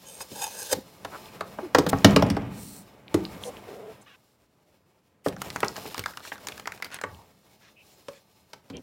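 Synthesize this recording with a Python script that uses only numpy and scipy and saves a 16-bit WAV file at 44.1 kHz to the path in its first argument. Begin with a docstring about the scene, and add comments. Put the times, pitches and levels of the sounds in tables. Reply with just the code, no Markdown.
"""A ribbon hisses out of its socket, close to a small microphone in a quiet workshop.
Hands work a plastic gauge housing out of a hollow dash panel: knocks and clip snaps ring the housing,
the panel booms and shudders, and sliding contact rubs the same parts. The housing is laid on crumpled
paper, which buckles in small snaps, and another is lifted. Still air and dull reflections lie behind."""
import sys
import numpy as np
from scipy import signal
from scipy.fft import rfft, irfft, next_fast_len
from scipy.io import wavfile
from scipy.ndimage import uniform_filter1d

SR = 44100
rng = np.random.default_rng(int(sys.argv[2]) if len(sys.argv) > 2 else 0)


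def pcm_store(signal):
    """Save signal as 16-bit PCM."""
    levels = np.round(np.clip(np.atleast_2d(signal), -1, 1) * 32767)
    wavfile.write(sys.argv[1], SR, levels.astype(np.int16).T)


N = 388962

# The ribbon's pull: time_s, level_db
RIBBON_PULL = [(0, -115), (.07, -49.5), (0.192, -52), (0.214, -36.5), (.26, -74), (0.33, -53),
               (0.433, -33.5), (.5, -51), (.6, -40), (0.691, -49), (0.73, -23.5), (0.751, -69)]
# Hiss of the sliding ribbon: freq_hz, gain_db
RIBBON_SPECTRUM = [(500, -5.5), (2000, -40), (4000, -2.5), (7000, 4), (16000, -4.5)]
# Resonances of its hollow socket: pitch_hz, gain_db
SOCKET_MODES = [(522, -0.5), (834, -0.5), (1600, -4), (2570, -6), (3070, -6.5), (3620, -8.5), (5010, -6.5),
                (6260, -4), (6650, -5.5), (7600, -8), (8580, -5.5), (9810, -5.5)]
# Still workshop air: freq_hz, gain_db
AIR_SPECTRUM = [(18, -51), (30, -16), (90, -2), (394, -12), (1130, -22.5), (16000, -43.5)]
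# Hands and parts sliding: time_s, scrape_db, hiss_db
SLIDING = [(0, -56.5, -57), (.7, -55.5, -43), (.86, -57, -61), (1.2, -50, -55), (1.7, -48, -60.5),
           (2.1, -41, -49), (2.35, -63, -92), (2.55, -63, -51.5), (3.047, -56, -71), (3.201, -44.5, -54.5),
           (3.9, -52, -64.5), (4.2, -69, -70.5), (5.228, -71.5, -78), (5.45, -46, -46), (5.9, -50.5, -50),
           (6.18, -59.5, -55), (6.5, -49.5, -53.5), (7.05, -59.5, -59.5), (7.299, -63.5, -68),
           (8, -63.5, -61), (8.349, -66.5, -68), (8.82, -65.5, -68)]
# Scrape of the rubbed housing: freq_hz, gain_db
SCRAPE_SPECTRUM = [(250, -1), (500, 3), (1300, -5.5), (3000, -15.5), (5000, -36)]
# Hiss at the rubbed surface: freq_hz, gain_db
HISS_SPECTRUM = [(1500, -18.5), (3000, 0.5), (5000, 3), (8000, -2), (16000, -5)]
# Modes of the dash panel: pitch_hz, gain_db, t60_s
PANEL_MODES = [(102, 1.5, 0.023), (133, -5, 0.12), (176, -4, 0.14), (201.3, 2.5, 0.14), (271.5, -5.5, 0.19)]
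# Blows and clip snaps: start_s, housing_db, panel_db (before the swing limit), tick_db, pitch_hz
KNOCKS = [(0.205, -31, -68, -35, 1080), (0.314, -36.5, -39, -45, 454), (0.729, -20, -36.5, -18, 700),
          (1.047, -23.5, -47, -30, 756), (1.407, -18, -43, -28, 800), (1.585, -22.5, -57, -69.5, 492),
          (1.747, -2.5, -29, -11.5, 730), (1.784, -6, -22, -12.5, 490), (1.864, -12.5, -20, -21, 625),
          (1.929, -8.5, -18, -33, 595), (2.045, 0, 3, -1.5, 567), (2.161, -4, -9, -8, 505),
          (2.222, -9.5, -14, -18.5, 510), (2.264, -20.5, -24, -35, 485), (2.3, -47, -17.5, -21.5, 536),
          (2.366, -14.5, -47, -31.5, 487), (3.142, -10, -20.5, -19.5, 390),
          (5.261, -10.5, -24.5, -33.5, 537), (5.629, -9.5, -31, -27, 970), (7.036, -18, -39, -32, 1030),
          (8.083, -33, -57, -32.5, 547), (8.532, -30, -58, -32.5, 847), (8.699, -35.5, -35.5, -39, 605)]
# Ring time of the housing's packed modes: freq_hz, t60_s
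HOUSING_DECAY = [(250, 0.086), (600, 0.034), (1500, 0.06), (4000, 0.0097)]
# Tick of a hard contact: freq_hz, gain_db
TICK_SPECTRUM = [(1500, 0.5), (3000, 0), (5000, -0.5), (8000, -10), (16000, -20)]
# Hollows that answer a blow with one clear note: start_s, peak_db, pitch_hz
HOLLOW_NOTES = [(0.727, -19, 521), (3.143, -11, 318.6), (7.04, -25, 1136), (8.085, -29.5, 562)]
# Brief rubs, and low thumps that follow some blows: start_s, length_s, level_db, centre_hz, width_octaves
SCUFFS = [(0.759, 0.039, -36.5, 201, 0.88), (1.113, 0.067, -39.5, 660, 1.2), (1.615, 0.074, -36, 335, 0.16),
          (1.886, 0.021, -30, 4950, 1.2), (2.514, 0.35, -46.5, 11100, 1.85),
          (3.416, 0.092, -46.5, 6950, 0.69), (3.449, 0.065, -36.5, 480, 0.56),
          (4.009, 0.026, -58, 7530, 0.34), (5.238, 0.068, -45, 2560, 2), (6.211, 0.11, -47.5, 2760, 1.24),
          (6.905, 0.079, -42.5, 1800, 1.3), (7.02, 0.21, -49.5, 96, 0.62), (7.03, 0.26, -56.5, 860, 0.35),
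          (7.596, 0.13, -59, 1590, 1.3), (7.754, 0.091, -56, 2586, 0.17), (7.86, 0.13, -69.5, 7260, 0.12),
          (8.111, 0.1, -59, 2580, 1.44), (8.702, 0.19, -42.5, 204, 1.23), (8.723, 0.073, -50.5, 2690, 0.44)]
# Thin clips and creases flicking free: start_s, peak_db, pitch_hz
FLICKS = [(1.258, -35.5, 3500), (1.286, -41, 2480), (1.987, -28, 6340), (2.109, -22, 7600),
          (3.081, -31.5, 3000), (3.252, -20.5, 4340), (3.349, -44.5, 2800), (3.437, -23, 3500),
          (3.569, -32, 3340), (5.683, -14.5, 5400), (7.147, -42.5, 3040), (8.769, -30, 5940)]
# Chattering drags: start_s, length_s, level_db, centre_hz, width_octaves, slips_per_s, drag_ratio
CHATTER = [(3.654, 0.286, -44, 447, 0.51, 205, 0.3), (4.056, 0.11, -55, 1720, 0.98, 575, 0.8)]
# Paper buckling under the housing: start_s, body_db, tick_db, pitch_hz
PAPER_SNAPS = [(5.284, -29, -25, 2500), (5.417, -20.5, -22.5, 1440), (5.502, -29, -26, 2800),
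               (5.56, -14.5, -25.5, 1330), (5.604, -45, -24.5, 1220), (5.646, -31, -26, 1500),
               (5.764, -28, -26.5, 1430), (5.778, -28.5, -49, 606), (5.854, -26, -68, 710),
               (5.944, -24.5, -26.5, 1220), (5.979, -26, -23, 776), (5.993, -29, -16.5, 1143),
               (6.038, -25, -32, 1850), (6.059, -19.5, -23, 1290), (6.172, -27, -27, 1340),
               (6.318, -22.5, -66, 1085), (6.47, -27, -22, 1240), (6.485, -20, -23.5, 2960),
               (6.578, -32, -36, 1784), (6.597, -30, -32.5, 1498), (6.656, -27, -42, 1090),
               (6.673, -19.5, -22.5, 1780), (6.72, -26, -34, 2000), (6.823, -21.5, -25.5, 2490),
               (6.845, -35, -26, 1370), (6.943, -37, -26.5, 2200), (7.013, -24, -30.5, 1250)]

PAPER_START_S, PAPER_END_S = PAPER_SNAPS[0][0], PAPER_SNAPS[-1][0]
SWING_LIMIT_DB = -4  # the mounts bound how far the panel swings
RIDGES_DB, RIDGE_COUNT = 4.0, 70  # small hollows in the parts lift some bands and sink others
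CONTACT_DRAWS = 2500  # random numbers that give one contact its character


def amp(db):
    return 10 ** (np.asarray(db) / 20)


def unit_rms(x):
    return x / np.sqrt(np.mean(x ** 2) + 1e-20)


def peaked(x, db):
    return amp(db) * x / abs(x).max()


def add(mix, start_s, sound):
    part = mix[round(start_s * SR):][:len(sound)]
    part += sound[:len(part)]


def coloured(x, spectrum):
    """Shapes x by a spectrum of freq_hz, gain_db points."""
    hz, db = np.transpose(spectrum)
    size = next_fast_len(len(x))
    gain_db = np.interp(np.log(np.fft.rfftfreq(size, 1 / SR) + 1), np.log(hz), db)
    return irfft(rfft(x, size) * amp(gain_db), size)[:len(x)]


def ridged(spectrum, ridges=None):
    """A spectrum with ridges laid over it, random unless given."""
    if ridges is None:
        ridges = rng.standard_normal(RIDGE_COUNT)
    hz, db = np.transpose(spectrum)
    grid_hz = np.geomspace(hz[0], hz[-1], len(ridges))
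    return np.c_[grid_hz, np.interp(np.log(grid_hz), np.log(hz), db) + RIDGES_DB * ridges]


def ring(modes, tilt_db=0, damping=1, seconds=.5, signs=1):
    """Impulse response of a set of modes, each raised or lowered by tilt_db."""
    hz, db, t60 = np.transpose(modes)[:, :, None]
    t = np.arange(round(seconds * SR)) / SR
    decay = amp(db + np.reshape(tilt_db, (-1, 1)) - 60 * damping * t / t60)
    return (np.reshape(signs, (-1, 1)) * decay * np.sin(2 * np.pi * hz * t)).sum(0)


def grit(per_s, spread_db, drag):
    """Stick-slip force: sparse slips of uneven size over an even drag."""
    sizes = amp(spread_db * np.minimum(rng.exponential(1, N), 5))
    slips = sizes * (rng.random(N) < per_s / SR) * rng.standard_normal(N)
    return unit_rms(slips) + drag * rng.standard_normal(N)


def flicker(seconds, db):
    """Gain that wavers with the pressure of a sliding contact."""
    width = round(seconds * SR)
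    drift = uniform_filter1d(uniform_filter1d(rng.standard_normal(N), width), width)
    return amp(db * unit_rms(drift))


def resonate(x, hz, stage_width_hz):
    """Two like resonators in series."""
    radius = np.exp(-np.pi * stage_width_hz / SR)
    for _ in range(2):
        x = 2 * signal.lfilter([1 - radius], [1, -radius * np.exp(2j * np.pi * hz / SR)], x).real
    return x


def wandering(force, spectrum):
    """The ridges change as the contact wanders: four colourings take turns."""
    shares = np.array([flicker(.12, 9) for _ in range(4)])
    tints = np.array([unit_rms(coloured(force, ridged(spectrum))) for _ in shares])
    return unit_rms((shares * tints).sum(0) / np.linalg.norm(shares, axis=0))


def ribbon():
    """Fine friction hiss, part of it coloured by the hollow socket."""
    time_s, db = np.transpose(RIBBON_PULL)
    drag = grit(680, 2.2, 0.93)
    socket = sum(amp(gain_db) * flicker(0.078, 4.0) * unit_rms(resonate(drag, hz, stage_width_hz=190))
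                 for hz, gain_db in SOCKET_MODES)
    level = amp(np.interp(np.arange(N) / SR, time_s, db, right=-120)) * flicker(0.012, 0.79)
    hiss = unit_rms(coloured(drag, ridged(RIBBON_SPECTRUM)))
    return level * (hiss + amp(1.0) * unit_rms(socket))


def workshop_air(level_db=-69.5):
    """Room tone: low, steady noise behind the hands."""
    return amp(level_db) * unit_rms(coloured(rng.standard_normal(N), AIR_SPECTRUM))


def rubbing():
    """Friction drives panel, housing and surface hiss; shuddering parts add rattle and small clicks."""
    time_s, *levels = np.transpose(SLIDING)
    t = np.arange(N) / SR
    scrape_level, hiss_level = (amp(np.interp(t, time_s, db)) for db in levels)
    shaking = shudder()
    panel = signal.oaconvolve(grit(130, 2.5, 4.5), ring(PANEL_MODES, damping=1.5))[:N]
    drag = flicker(.03, 1.7) * grit(500, 2.0, 3.0)
    creases = flicker(0.025, 3.2) * grit(700, 2.2, 1.6)  # on paper the friction comes in clumps
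    force = np.where((t > PAPER_START_S) & (t < PAPER_END_S), unit_rms(creases), unit_rms(drag))
    rumble = np.hypot(amp(-4.5) * scrape_level, shaking) * unit_rms(panel)
    scrape = np.hypot(scrape_level, amp(-9) * shaking) * wandering(force, SCRAPE_SPECTRUM)
    clatter = amp(-27.5) * shaking * wandering(grit(200, 3.4, 0.66), TICK_SPECTRUM)
    hiss = hiss_level * wandering(force * flicker(0.059, 1.3), HISS_SPECTRUM)
    return rumble + scrape + clatter + hiss


def knock(housing_db, panel_db, tick_db, hz):
    """The housing clacks, and the heavy panel takes several milliseconds to boom."""
    chance, count = rng.standard_normal(CONTACT_DRAWS), len(PANEL_MODES)
    boom = ring(PANEL_MODES, 3.7 * chance[1248:][:count], signs=(-1) ** np.arange(count))
    out = peaked(signal.fftconvolve(boom, np.hanning(150)), min(panel_db, SWING_LIMIT_DB))
    add(out, 0, clack(housing_db, tick_db, hz, chance=chance))
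    return out


def clack(body_db, tick_db, hz, damping=1, contact_s=0.001, bright_db=0, chance=None):
    """A brief rattling contact ticks and rings the housing's modes around the struck spot's pitch."""
    if chance is None:
        chance = rng.standard_normal(CONTACT_DRAWS)
    rattle, detune, spot, noise = chance[:1200], chance[1200:1248], chance[1250:1298], chance[1300:]
    mode_hz = np.geomspace(230, 4000, 48) * (1 + .02 * detune)
    t60 = np.exp(np.interp(np.log(mode_hz), *np.log(HOUSING_DECAY).T))
    octaves = np.log2(mode_hz / hz)
    mode_db = -np.where(octaves > 0, 7.0, 11.0) * abs(octaves) - 0.96 * np.maximum(octaves, 0) ** 2
    body = ring(np.c_[mode_hz, mode_db, t60], damping=damping, seconds=0.29, signs=np.sign(spot))
    t = np.arange(len(rattle)) / SR
    contact = t ** 2 * np.exp(-t / contact_s)
    force = contact * rattle
    force[round(2 * contact_s * SR)] += 1.2 * np.linalg.norm(force)  # one firm touch amid the rattle
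    out = peaked(signal.fftconvolve(body, force), body_db)
    tail = 0.017 * t ** 2 * np.exp(-t / (3.5 * contact_s))
    ridges = 0.68 * spot[:12] + np.linspace(0, bright_db / RIDGES_DB, 12)
    tick = coloured(noise, ridged(TICK_SPECTRUM, ridges)) * (contact + tail)
    add(out, 0, peaked(tick, tick_db + 3.0))
    return out


def shudder(rise_s=0.04, fall_db_per_s=50.5):
    """Envelope of the shaking that every blow leaves in the loose panel."""
    t, power = np.arange(0, N, 64) / SR, 0
    for start_s, _, panel_db, *_ in KNOCKS:
        since = np.maximum(t - start_s, 0)
        level_db = min(panel_db, SWING_LIMIT_DB) - 15.5 - fall_db_per_s * since
        power += (np.minimum(since / rise_s, 1) * amp(level_db)) ** 2
    return np.interp(np.arange(N) / SR, t, np.sqrt(power))


def reflections(x, per_s=2000, t60_s=0.24):
    """The workshop returns sparse reflections of random sign, dull and quick to die."""
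    t = np.arange(SR // 2) / SR
    taps = rng.choice([-1., 1.], len(t)) * (rng.random(len(t)) < per_s / SR)
    taps *= amp(-60 * t / t60_s) * (t > .004)
    taps = coloured(taps, [(100, 1.0), (2000, -9.5), (16000, -17.0)])
    return signal.oaconvolve(x, taps / np.linalg.norm(taps))[:N]


def ping(db, hz, t60_cycles, modes=1, spread_octaves=0):
    """A hollow, clip or crease rings in one or a few close modes after a one-cycle push."""
    scatter = rng.standard_normal(modes)
    mode_hz = hz * 2 ** (spread_octaves * np.clip(scatter, -2, 2))
    note = ring(np.c_[mode_hz, np.zeros(modes), t60_cycles / mode_hz], seconds=.2, signs=np.sign(scatter))
    period = round(SR / hz)
    push = np.hanning(period + 3)[1:-1] * np.sin(2 * np.pi * hz * np.arange(period + 1) / SR)
    return peaked(signal.fftconvolve(note, push), db)


def stroke(force, db, hz, octaves, taper, ridge_depth=1):
    """A stroke's force heard through one ridged resonance."""
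    steps = np.linspace(-4, 4, 17)
    resonance = np.c_[hz * 2 ** (octaves * steps), -6 * steps ** 2]
    spectrum = ridged(resonance, ridge_depth * rng.standard_normal(RIDGE_COUNT))
    sound = coloured(np.pad(force, (0, 2000)), spectrum)[:len(force)]
    return amp(db) * unit_rms(sound) * signal.windows.tukey(len(force), taper)


def scuffs_and_chatter():
    """Scuffs draw on gritty drag, chatter on nearly regular slips."""
    out = np.zeros(N)
    drag = grit(700, 2.0, 1.9) * flicker(0.0078, 0.57)
    jitter, roughness = flicker(0.011, 0.59), rng.standard_normal(N)
    for start_s, length_s, *tone in SCUFFS:
        force = drag[round(start_s * SR):][:round(length_s * SR)]
        add(out, start_s, stroke(force, *tone, taper=0.62))
    for start_s, length_s, *tone, per_s, drag_ratio in CHATTER:
        span = slice(round(start_s * SR), round((start_s + length_s) * SR))
        noise = roughness[span][1:]
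        slips = np.diff(np.floor(np.cumsum(per_s * jitter[span]) / SR)) * amp(2.0 * noise)
        force = unit_rms(slips) + drag_ratio * noise
        add(out, start_s, stroke(force, *tone, taper=0.25, ridge_depth=0.72))
    return out


def paper():
    """Paper buckles under the housing in bright, damped snaps, with small creases in between."""
    out = np.zeros(N)
    for start_s, *snap in PAPER_SNAPS:
        add(out, start_s, clack(*snap, damping=1.9, contact_s=0.000512, bright_db=13.0))
    for when, size, pitch in rng.random((45, 3)):
        crease = clack(-42 + 11 * size, -48 + 11 * size, 700 * 5 ** pitch, damping=1.3, contact_s=0.000415)
        add(out, PAPER_START_S + when * (PAPER_END_S - PAPER_START_S), crease)
    return out


def scene():
    """Close perspective: dry friction and room tone, with faint reflections on the impacts."""
    hits = np.zeros(N)
    for start_s, *blow in KNOCKS:
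        add(hits, start_s, knock(*blow))
    hits += paper()
    for start_s, *flick in FLICKS:
        add(hits, start_s, ping(*flick, t60_cycles=20, modes=6, spread_octaves=0.3))
    for start_s, *note in HOLLOW_NOTES:
        add(hits, start_s, ping(*note, t60_cycles=42.5))
    room = workshop_air() + amp(-13.5) * reflections(hits)
    return (hits + room + rubbing() + ribbon() + scuffs_and_chatter())[None]


def record(dry, low_cut_hz=62, top_hz=16000, knee=.7):
    """The small microphone drops the deep bass, rounds off the loudest blows and cuts the top treble."""
    thin = signal.sosfilt(signal.butter(3, low_cut_hz, "high", fs=SR, output="sos"), dry)
    rounded = np.sign(thin) * (knee + .25 * np.tanh((abs(thin) - knee) / .25))
    soft = np.where(abs(thin) < knee, thin, rounded)
    return signal.oaconvolve(soft, signal.firwin(511, top_hz, window=("kaiser", 9), fs=SR)[None], "same")


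dry = scene()
out = record(dry)
pcm_store(out)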